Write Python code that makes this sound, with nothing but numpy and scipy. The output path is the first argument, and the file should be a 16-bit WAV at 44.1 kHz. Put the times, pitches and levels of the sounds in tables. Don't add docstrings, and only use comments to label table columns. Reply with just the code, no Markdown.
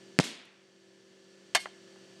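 import sys
import numpy as np
from scipy import signal
from scipy.fft import rfft, irfft
from scipy.io import wavfile
from scipy.ndimage import uniform_filter1d, minimum_filter1d

SR = 44100
rng = np.random.default_rng(int(sys.argv[2]) if len(sys.argv) > 2 else 0)


def int16_out(signal):
    q = np.round(np.clip(np.atleast_2d(signal).T, -1, 1) * 32767)
    wavfile.write(sys.argv[1], SR, q.astype(np.int16))


N = 97020


def amp(db):
    return 10 ** (np.asarray(db) / 20)


def unit(x):
    return x / np.sqrt(np.mean(x ** 2) + 1e-20)


def lookup(table, hz, column=1):
    columns = np.transpose(table)
    return np.interp(np.log(hz + 1), np.log(columns[0]), columns[column])


def late(x, delay_s):
    return np.pad(x, (max(round(delay_s * SR), 0), N))[:N]


def high_pass(x, corner_hz):
    return signal.sosfilt(signal.butter(2, corner_hz, "high", fs=SR, output="sos"), x)


def drift(rate_hz):
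    hz = np.fft.rfftfreq(N, 1 / SR)
    return unit(irfft(rfft(rng.standard_normal(N)) * np.exp(-(hz / rate_hz) ** 2), N))


def decaying_noise(table, grain_db=0, t60_scale=1, bands=24):
    t, hz = np.arange(SR) / SR, np.fft.rfftfreq(SR, 1 / SR)
    noise = unit(rng.standard_normal(SR) * amp(grain_db * rng.standard_normal(SR)))
    spectrum = rfft(noise) * amp(lookup(table, hz))
    centres_hz = np.geomspace(table[0][0], table[-1][0], bands)
    out = np.zeros(SR)
    for centre_hz, weights in zip(centres_hz, np.eye(bands)):
        band = irfft(spectrum * np.interp(hz, centres_hz, weights), SR)
        fade = amp(-60 * t / (t60_scale * lookup(table, centre_hz, column=2)))
        out += band * fade / np.linalg.norm(fade)
    return out


# frequency in Hz, relative density in dB.
AIR_SPECTRUM = [(25, -29), (65, -31), (125, 0), (300, 1), (510, 0.5), (800, -9), (1200, -9.5), (1750, -5.5),
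                (2400, -9.5), (3000, -4.5), (3700, -9.5), (4600, -7.5), (5100, -11), (5700, -7.5),
                (6500, -12), (8300, -15.5), (10500, -29.5), (15500, -41)]

def air():
    gain = amp(lookup(AIR_SPECTRUM, np.fft.rfftfreq(N, 1 / SR)))
    return amp(-59) * unit(irfft(rfft(rng.standard_normal(N)) * gain, N))


# frequency in Hz, rms level in dB.
HUM_TONES = [(120.5, -80), (191.5, -64.5), (338.7, -63.5), (383, -60.5), (530, -70), (559, -77.5),
             (663, -79.5), (1737.3, -72.5), (4476, -77.5), (4601, -75.5)]

def machine(waver_hz=.5, waver_db=.8):
    t, hum = np.arange(N) / SR, np.zeros(N)
    for hz, db in HUM_TONES:
        gain = np.sqrt(2) * amp(db + waver_db * drift(rate_hz=2.6))
        cycles = hz * t + np.cumsum(waver_hz * drift(rate_hz=5.76)) / SR
        hum += gain * np.sin(2 * np.pi * (cycles + rng.random()))
    return hum


# delay in seconds, level in dB.
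SURFACE_ECHOES = [(0.0123, -9), (.0245, -25), (0.0414, -12), (.049, -14.5), (0.0538, -16), (0.08, -19),
                  (0.137, -28.5)]
# frequency in Hz, level in dB, T60 in seconds.
SURFACE_BANDS = [(100, -58, .02), (300, -26, 0.018), (1500, -8.5, 0.017), (3300, -5.5, 0.024),
                 (6000, -9, .03), (11000, -8, 0.0207), (14980, -21, .02)]

def rough_surfaces(x):
    response = sum(amp(db) * late(decaying_noise(SURFACE_BANDS, grain_db=3, bands=8), delay_s)
                   for delay_s, db in SURFACE_ECHOES)
    return signal.fftconvolve(x, high_pass(response, corner_hz=700))[:N]


def scatter(x, table, delay_s, rise_s, t60_scale=1):
    onset = 1 - np.exp(-np.arange(SR) / SR / rise_s)
    response = onset * decaying_noise(table, grain_db=3.5, t60_scale=t60_scale)
    return late(signal.fftconvolve(x, response), delay_s)


# frequency in Hz, level in dB, T60 in seconds.
NEAR_BANDS = [(40, -41, .1), (200, -24.5, 0.16), (700, -10.5, 0.11), (1520, -15.5, 0.12), (3500, -7, 0.14),
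              (6040, -5.5, 0.098), (10100, -6, 0.17), (15000, -19, .1)]
FAR_BANDS = [(38.9, -36, 0.27), (127.7, -39, 0.6), (280, -19.5, 0.44), (700, -21.5, 0.81),
             (1620, -18, 0.92), (3400, -8.5, 0.63), (5600, -9, 0.42), (9900, -6.5, 0.34), (13000, -6, 0.18),
             (15600, -28, .2)]

def yard(x, near_db, far_db, far_t60_scale=1):
    near = scatter(x, NEAR_BANDS, delay_s=.0093, rise_s=.00033)
    far = scatter(x, FAR_BANDS, delay_s=.0485, rise_s=.00068, t60_scale=far_t60_scale)
    return amp(near_db) * near + amp(far_db) * (far + rough_surfaces(x))


# frequency in Hz, level in dB, T60 in seconds.
DEBRIS_BANDS = [(500, -44, .02), (3000, -30, .025), (7000, -27, .025),
                (11000, -32, .025), (15000, -52, .02)]

def debris():
    return late(decaying_noise(DEBRIS_BANDS, grain_db=3, bands=8), delay_s=.453)


# frequency in Hz, level in dB, T60 in seconds.
CAN_MODES = [(635, -25, .055), (716, -21, .06), (797, -22, .055), (925, -28, .06), (1196, -30, .06),
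             (1557, -22, .045), (1635, -22, .05), (1743, -23, .055), (2010, -21, .075), (2157, -29, .19),
             (2213, -34, .14), (2560, -29, .05), (2860, -27, .05), (2940, -29, .09), (3085, -29, .1),
             (3200, -43, .1), (3580, -26, .075), (3645, -30, .07), (4300, -29, .09), (4450, -31, .11),
             (4556, -29, .1), (4940, -32, .05), (5800, -33, .07), (5970, -33, .06), (6610, -28, .06),
             (7320, -29, .045), (8130, -24, .035)]
SHELL_BANDS = [(100, -7, .06), (483, 3, .06), (763, 15.5, 0.026), (1290, 8, 0.1), (2800, 13, 0.044),
               (5060, 8, 0.066), (7600, 4.5, 0.042), (11700, -6, 0.074), (15800, -18, 0.058)]

def can_ring(t60_scale, shell_db=1):
    t = np.arange(SR) / SR
    modes = sum((-1) ** k * amp(db - 60 * t / (t60_s * t60_scale)) * np.sin(2 * np.pi * hz * t)
                for k, (hz, db, t60_s) in enumerate(CAN_MODES))
    return modes + amp(shell_db) * decaying_noise(SHELL_BANDS, grain_db=3, t60_scale=t60_scale)


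# start in seconds, level in dB, low-pass corner in Hz, T60 scale.
CAN_CONTACTS = [(1.549, -3, 12000, 0.21), (1.5508, 1, 13000, 0.98), (1.5595, -13, 9000, 0.4),
                (1.5645, -11.5, 6960, 0.43), (1.5725, -14.5, 4350, 0.57), (1.6575, -9, 1630, 0.25),
                (1.667, -25, 1510, 1), (1.959, -36.5, 1600, 0.39)]
# frequency in Hz, level in dB, T60 in seconds.
THUD_BANDS = [(25, -5, .07), (60, -6.5, 0.081), (199, 2, 0.1), (380, 5, 0.12), (600, -7, .05),
              (3000, -45, .03)]

def bouncing_can():
    clacks = np.zeros(N)
    for start_s, db, corner_hz, t60_scale in CAN_CONTACTS:
        low_pass = signal.butter(3, corner_hz, fs=SR, output="sos")
        clacks += amp(db) * late(signal.sosfilt(low_pass, can_ring(t60_scale)), start_s)
    thud = late(decaying_noise(THUD_BANDS, bands=8), CAN_CONTACTS[0][0])
    direct = high_pass(clacks, corner_hz=463) + thud
    return direct + yard(direct, near_db=-12.5, far_db=-11.5, far_t60_scale=.59)


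def pulse(spectrum, size=8192):
    log_gain = np.log(amp(lookup(spectrum, abs(np.fft.fftfreq(size, 1 / SR)))))
    response = np.exp(np.conj(signal.hilbert(log_gain)))
    return np.fft.ifft(response).real[:size // 2]


# frequency in Hz, level in dB.
SHOCK_SPECTRUM = [(100, -3), (900, 14), (2200, 13), (5000, 8.5), (8000, 2.5), (11000, -9), (16000, -33)]
PUSH_SPECTRUM = [(25, -7.5), (60, 10.5), (120, 31.5), (190, 38.5), (400, 27.5), (900, 18), (2000, 18),
                 (5000, 5.5), (16000, -13)]
SLAP_SPECTRUM = [(25, -13), (60, 12.5), (120, 30), (190, 34.5), (400, 27), (900, 20), (2000, 12.5),
                 (5000, -14), (9000, -28), (16000, -40)]

def firecracker(start_s=.189, push_lag_s=.0001, ground_lag_s=.00041, wall_lag_s=.0093):
    shock = late(pulse(SHOCK_SPECTRUM), start_s)
    blast = shock - late(pulse(PUSH_SPECTRUM), start_s + push_lag_s)
    ground_bounce = amp(2) * late(shock, ground_lag_s)
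    wall_slap = late(pulse(SLAP_SPECTRUM), start_s + wall_lag_s)
    return blast + ground_bounce + wall_slap + yard(blast, near_db=3, far_db=2.5)


def scene():
    return (debris() + amp(2) * firecracker() + bouncing_can() + machine() + air())[None]


def record(dry, limit_db=-3.5, recovery_db_per_s=5.5, band_edge_hz=16200):
    over_db = np.maximum(20 * np.log10(abs(dry[0]) + 1e-9) - limit_db, 0)
    recovery_db = np.arange(N) / SR * recovery_db_per_s
    gain_db = recovery_db - np.maximum.accumulate(over_db + recovery_db)
    gain_db = uniform_filter1d(minimum_filter1d(gain_db, size=129), size=65)
    low_pass = signal.firwin(511, band_edge_hz, window=("kaiser", 9), fs=SR)
    return signal.oaconvolve(dry * amp(gain_db), low_pass[None], "same")


dry = scene()
out = record(dry)
int16_out(out)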